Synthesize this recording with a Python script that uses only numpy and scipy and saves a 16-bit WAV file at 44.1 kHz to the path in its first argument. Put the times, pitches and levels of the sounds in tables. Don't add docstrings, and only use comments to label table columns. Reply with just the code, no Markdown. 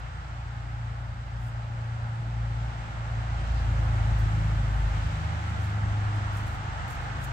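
import sys
import numpy as np
from scipy import signal
from scipy.fft import rfft, irfft, next_fast_len
from scipy.io import wavfile

SR = 44100
rng = np.random.default_rng(int(sys.argv[2]) if len(sys.argv) > 2 else 0)


def wav_out(sig):
    wavfile.write(sys.argv[1], SR, np.round(np.clip(np.atleast_2d(sig).T, -1, 1) * 32767).astype(np.int16))


def gain_from_decibels(decibels):
    exponent = np.asarray(decibels, float) / 20
    return 10 ** exponent


N = 322812

PASS_S, DISTANCE_M, SPEED_M_PER_S, SOUND_M_PER_S = 4.0, 25.0, 21.0, 343
CYCLE_HZ = 27.27
PIPE_SPREAD = 0.45
CLEAR_S, CLEAR_TAKES_S = 3.4, 0.047

ORDERS = [2, 4, 3, 5, 6, 7, 8, 12]
ORDER_LEVELS = [-30, -27.5, -34.5, -40, -50.5, -57.5, -56, -62.5]
# centre_s, gain_db, half_length_s
FIRING_ECHOES = [
    [(.3, 1, 0.13), (.85, 2.5, 0.077), (1.15, -2, 0.18), (2.0, -8.5, 0.31), (2.52, 7, 0.23),
     (2.82, -6, 0.51), (3.3, 1.5, 0.067), (3.65, 5, .25), (4.15, 4.5, 0.17), (4.4, -3, 0.085),
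     (4.8, 7, 0.35), (5.36, -24, 0.14), (5.9, -7, 0.98), (6.9, -5, 0.072)],
    [(.15, -9.5, 0.2), (1.25, -6.5, 0.1), (1.55, -0.5, 0.095), (2.0, 2, 0.1), (2.42, 2.5, 0.062),
     (2.9, -9.5, 0.19), (3.45, -9, 0.2), (4.8, -5, .13), (5.35, -6, 0.34), (5.95, 6, 0.64),
     (6.55, -4.5, 0.25), (7.0, -14, 0.13), (7.32, -12, 0.091)],
]
# centre_s, gain_db, half_length_s
MINOR_ECHOES = [
    [(1.5, -6, 0.27), (2.45, -17, 0.31), (2.9, -15, 0.27), (3.25, -8, 0.077), (4.1, -1, 0.083),
     (4.6, -12, 0.16), (5.45, 6, .45), (6.6, -14, 0.069), (7.0, 3.5, 0.21)],
    [(.7, 0, 0.36), (1.8, -6.5, 0.65), (3.0, -13, 0.16), (3.52, -11, 0.16), (4.6, 4, 0.13),
     (5.45, -22, 0.26), (6.5, 0.5, 0.33), (7.25, 8.5, 0.17)],
    [(3.85, 2, 0.37), (4.4, 16.5, 0.19), (5.2, 15, 0.35), (5.8, 10, .2), (7.0, 10.5, .35)],
    [(2.3, 9, 0.22), (5.7, 12.5, 0.54)],
    [(.5, -8, .4), (1.6, 3, 0.52), (2.4, -5, .15), (3.95, 4, .15), (4.7, 2.5, 0.49), (6.0, 10, 0.81)],
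    [(3.9, 6.5, 0.35), (4.45, 6, 0.23), (6.2, 14.5, 0.51)],
]

# frequency_hz, density_db (per Hz)
BOOM_COLOUR = [(20, -19), (32, -11.5), (45, 4.5), (68, 9), (95, 5), (130, 6), (165, -7.5), (230, -90.5)]
GROWL_COLOUR = [(380, -20), (480, -0.5), (560, 9), (680, 5.5), (800, -39), (1500, -86.5)]
PUFF_COLOUR = [(2800, -25), (3800, -9), (5000, -8), (5800, -20), (8000, -44)]
# centre_s, gain_db, half_length_s
GAP = (4.2, 2.5, .6)
# centre_s, level_db, half_length_s
PUFF = (3.58, -56, .045)

# frequency_hz, density_db (per Hz)
RUMBLE_COLOUR = [(120, -7), (170, 11.5), (220, 4), (280, 3), (330, 2), (430, -7), (600, -43), (1500, -90)]
TREAD_COLOUR = [(500, -62.5), (680, -9), (770, 0), (860, -0.5), (960, -16), (1500, -92)]
ROAR_COLOUR = [(330, -30.5), (440, -9), (560, -7), (700, 0), (830, 3.5), (1000, -1), (1300, 2.5),
               (1800, -2.5), (2200, -10), (2800, -68.5)]
HISS_COLOUR = [(1700, -5), (2200, 1), (3000, -1), (4500, -10), (6500, -13), (7800, -13.5), (8050, -15.5),
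               (8400, -20), (9200, -35), (10000, -53.5)]
AIR_COLOUR = [(3500, -14.5), (5500, 5), (8100, 6.5), (9200, -2.5), (10500, -2), (12000, -3), (13500, -5.5),
              (15500, -11)]
# time_s, level_db
TYRES = [(0, -51.5), (.7, -53), (1.45, -54), (2.4, -51), (3.3, -48.5), (4.1, -45.5), (4.7, -46),
         (5.2, -44.5), (5.9, -45), (6.7, -43.5), (7.32, -43.5)]
# centre_s, gain_db, half_length_s
SIGHT = (4.9, 2.5, .7)

# level_db (at the nearest point), nearness_share, tyre_swing_share, step_db (on clearing the house)
BOOM_RULE = (-39.5, 0.2, 0.46, 1.5)
GROWL_RULE = (-52.5, 1.5, -0.74, 1.5)
RUMBLE_RULE = (-53, 0.33, 0.2, 6)
TREAD_RULE = (-49.5, 0.8, 0.7, -1.8)
ROAR_RULE = (-42, .01, 0.795, -0.25)
HISS_RULE = (-49.5, 0.1927, 0.61, 1)
AIR_RULE = (-70.5, 0.7, .6, 3.2)

# loudest_s, level_db, rise_s, fall_s
STEPS = [(1.42, -72, .03, .03), (1.48, -63.5, .04, 0.022), (1.86, -76, 0.022, .02),
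         (4.191, -54, .005, .014), (5.65, -60, 0.034, 0.045), (5.71, -73.5, 0.012, .015),
         (6.16, -66, 0.005, 0.011), (6.331, -67, 0.009, 0.028), (6.375, -56, 0.018, 0.038),
         (6.48, -62.5, .02, .03), (6.55, -65, 0.035, 0.016), (6.885, -59, 0.0086, 0.021),
         (6.91, -57, 0.011, 0.041), (7.02, -68, 0.025, 0.031), (7.244, -50.5, 0.022, 0.016),
         (7.315, -63, .015, 0.029)]
# frequency_hz, density_db (per Hz)
GRASS_COLOUR = [(3000, -13.5), (5500, -1), (7500, 7.5), (8700, 5.5), (10000, 2), (13000, 1), (16000, -2.5)]
# start_s, peak_db, pitch_hz
SNAPS = [(1.6003, -60, 9600), (1.8442, -65, 9100), (4.1904, -45, 14500), (6.1579, -50, 10110),
         (6.32, -59, 9700), (6.369, -40, 9900), (6.4757, -57, 12500), (6.8803, -48, 12800),
         (7.244, -39, 12000)]
# pitch_hz, level_db, t60_s
TAG = [(11030, -70, .11), (11190, -72, .09), (14400, -72, .06)]
TAG_S = 5.5

# frequency_hz, density_db (per Hz)
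INSECTS_COLOUR = [(3800, -34), (4900, 3.5), (5600, -13), (7600, -27.5), (8000, 1.5), (8300, -16.5),
                  (8800, -44.5)]
SELF_HISS_COLOUR = [(7000, -29.5), (9200, -3), (11500, 0), (11950, 3.5), (12400, 0), (16000, -2)]

# frequency_hz, likeness (0-1), left_minus_right_db
PORTS = [(61, 0.7, -1), (289, .95, -1), (423, 0.41, -1), (496, 0.63, 2.5), (820, 0.6, -1.5),
         (1150, 0.62, 0.5), (1410, 0.2, -0.5), (1950, 0.45, -2), (2620, 0.13, 2), (4170, 0.2, -6.5),
         (7040, 0, 0.5), (8800, 0.3, 5.5), (9500, 0.05, -0.5), (15800, 0.06, 7)]
# frequency_hz, likeness (0-1), left_minus_right_db
GRASS_PORTS = [(3000, .3, -1.5), (8000, 0.1, 0), (15000, 0.4, 4)]
RIGHT_LATE_S, LATE_FROM_HZ = 0.00046, 626


def engine(waver=0.15, flutter_db=1.0):
    near_db, doppler = passing()
    angle = 2 * np.pi * np.cumsum(CYCLE_HZ * doppler) / SR
    out = np.zeros((2, N))
    for order, order_db, echoes in zip(ORDERS, ORDER_LEVELS, FIRING_ECHOES + MINOR_ECHOES):
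        phase = order * angle + PIPE_SPREAD * order ** 2 + waver * drift(3.5)
        skew = 0.0091 * order * drift(0.18)
        lean_db = 0.4 + 0.1 * drift(0.75)
        level_db = order_db + near_db + swells_db(echoes) + flutter_db * drift(17.0)
        gain = np.sqrt(2) * gain_from_decibels(level_db + np.array([lean_db, -lean_db]))
        out += gain * np.cos([phase + skew, phase - skew])
    return out


def exhaust():
    gap_db = swells_db([GAP])
    puff_s, puff_db, half_s = PUFF
    puff = gain_from_decibels(puff_db) * np.exp(-((np.arange(N) / SR - puff_s) / half_s) ** 2)
    boom = gain_from_decibels(follow_db(*BOOM_RULE) + gap_db) * noise(BOOM_COLOUR)
    growl = gain_from_decibels(follow_db(*GROWL_RULE) + 0.5 * gap_db) * noise(GROWL_COLOUR)
    return boom + growl + puff * noise(PUFF_COLOUR)


def road():
    rumble = flickering(RUMBLE_COLOUR, follow_db(*RUMBLE_RULE), 1.2)
    tread = flickering(TREAD_COLOUR, follow_db(*TREAD_RULE), 1.5)
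    roar = flickering(ROAR_COLOUR, follow_db(*ROAR_RULE), 0.5)
    hiss = flickering(HISS_COLOUR, follow_db(*HISS_RULE), 0.5)
    air = flickering(AIR_COLOUR, follow_db(*AIR_RULE) + swells_db([SIGHT]), 0.6)
    return rumble + tread + roar + hiss + air


def grass(per_s=2500, spread_db=1.0):
    t = np.arange(0, N / SR, 0.0005)
    press = np.zeros(len(t))
    for loudest_s, db, rise_s, fall_s in STEPS:
        slope = np.where(t < loudest_s, (t - loudest_s) / rise_s, (loudest_s - t) / fall_s)
        press += gain_from_decibels(db) * np.exp(slope.clip(-40))
    press = np.interp(np.arange(N) / SR, t, press)
    struck = rng.random((3, N)) < per_s / SR
    strength = gain_from_decibels(spread_db * rng.exponential(1, (3, N)).clip(0, 5))
    crackles = struck * strength * rng.choice([-1, 1], (3, N))
    return press * gain_from_decibels(2.7 * drift(60.0)) * at_ports(GRASS_COLOUR, crackles, GRASS_PORTS)


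def snaps(t60=0.0027, low_hz=7800, high_hz=13500):
    out = np.zeros(N)
    for start_s, db, pitch_hz in SNAPS:
        out += ring(start_s + 0.001, pitch_hz, db, t60)
        out += ring(start_s + 0.00032, low_hz, db - 4, t60)
        out += ring(start_s + 0.001, high_hz, db - 13, t60)
    for mode in TAG:
        out += ring(TAG_S, *mode)
    return out * gain_from_decibels([[1.5], [-1.5]])


def background():
    return flickering(INSECTS_COLOUR, -72.5, 0.8) + flickering(SELF_HISS_COLOUR, -80.5, 0.2)


def passing():
    along_m = SPEED_M_PER_S * (np.arange(N) / SR - PASS_S)
    away_m = np.hypot(along_m, DISTANCE_M)
    near_db = 20 * np.log10(DISTANCE_M / away_m)
    return near_db, 1 - SPEED_M_PER_S * along_m / away_m / SOUND_M_PER_S


def follow_db(db, near_share, tyre_share, clear_db):
    t = np.arange(N) / SR
    tyres_db = np.interp(t, *np.transpose(TYRES))
    clear = 0.5 + 0.5 * np.tanh((t - CLEAR_S) / CLEAR_TAKES_S)
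    return db + near_share * passing()[0] + tyre_share * (tyres_db - tyres_db.mean()) + clear_db * clear


def swells_db(rows):
    t = np.arange(0, N / SR + 0.01, 0.005)
    total_db = sum(db * np.exp(-((t - s) / half_s) ** 2) for s, db, half_s in rows)
    return np.interp(np.arange(N) / SR, t, total_db)


def flickering(colour, db, flicker_db):
    return gain_from_decibels(db + flicker_db * drift(1.43)) * noise(colour)


def noise(colour):
    return at_ports(colour, rng.standard_normal((3, N)))


def at_ports(colour, sources, ports=PORTS):
    size = next_fast_len(N)
    hz = np.arange(size // 2 + 1) * SR / size
    shared, left, right = rfft(sources, size) * gain_from_decibels(over_hz(colour, size)[0])
    alike, lean_db = over_hz(ports, size)
    alike = np.clip(alike, 0, 1)
    late_s = RIGHT_LATE_S * hz ** 2 / (hz ** 2 + LATE_FROM_HZ ** 2)
    late = np.exp(-2j * np.pi * hz * late_s)
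    left = (np.sqrt(alike) * shared + np.sqrt(1 - alike) * left) * gain_from_decibels(lean_db / 2)
    right = (np.sqrt(alike) * shared * late + np.sqrt(1 - alike) * right) * gain_from_decibels(-lean_db / 2)
    return rms_one(irfft(np.array([left, right]), size)[:, :N])


def over_hz(points, size):
    hz, *columns = np.transpose(points)
    bins = np.log(np.arange(size // 2 + 1) * SR / size + 1)
    return [np.interp(bins, np.log(hz), column) for column in columns]


def ring(at_s, hz, db, t60):
    out, start = np.zeros(N), int(at_s * SR)
    t = np.arange(min(N - start, int(2 * t60 * SR))) / SR
    out[start:start + len(t)] = gain_from_decibels(db - 60 * t / t60) * np.sin(2 * np.pi * hz * t)
    return out


def drift(rate_hz):
    r = np.exp(-2 * np.pi * rate_hz * 40 / SR)
    chance = rng.standard_normal(N // 40 + 2002)
    slow = signal.lfilter([1], [1, -2 * r, r * r], chance)[2000:]
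    return np.interp(np.arange(N) / 40, np.arange(len(slow)), rms_one(slow))


def rms_one(x):
    return x / np.sqrt(np.mean(x ** 2) + 1e-20)


def scene():
    return engine() + exhaust() + road() + grass() + snaps() + background()


def roll_off(x):
    return signal.sosfilt(signal.butter(12, 16010, fs=SR, output="sos"), x)


def record(dry):
    top_cut = signal.ellip(14, 0.3, 70, 15720, fs=SR, output="sos")
    mix = signal.sosfilt(top_cut, dry)
    return roll_off(mix)


dry = scene()
out = record(dry)
wav_out(out)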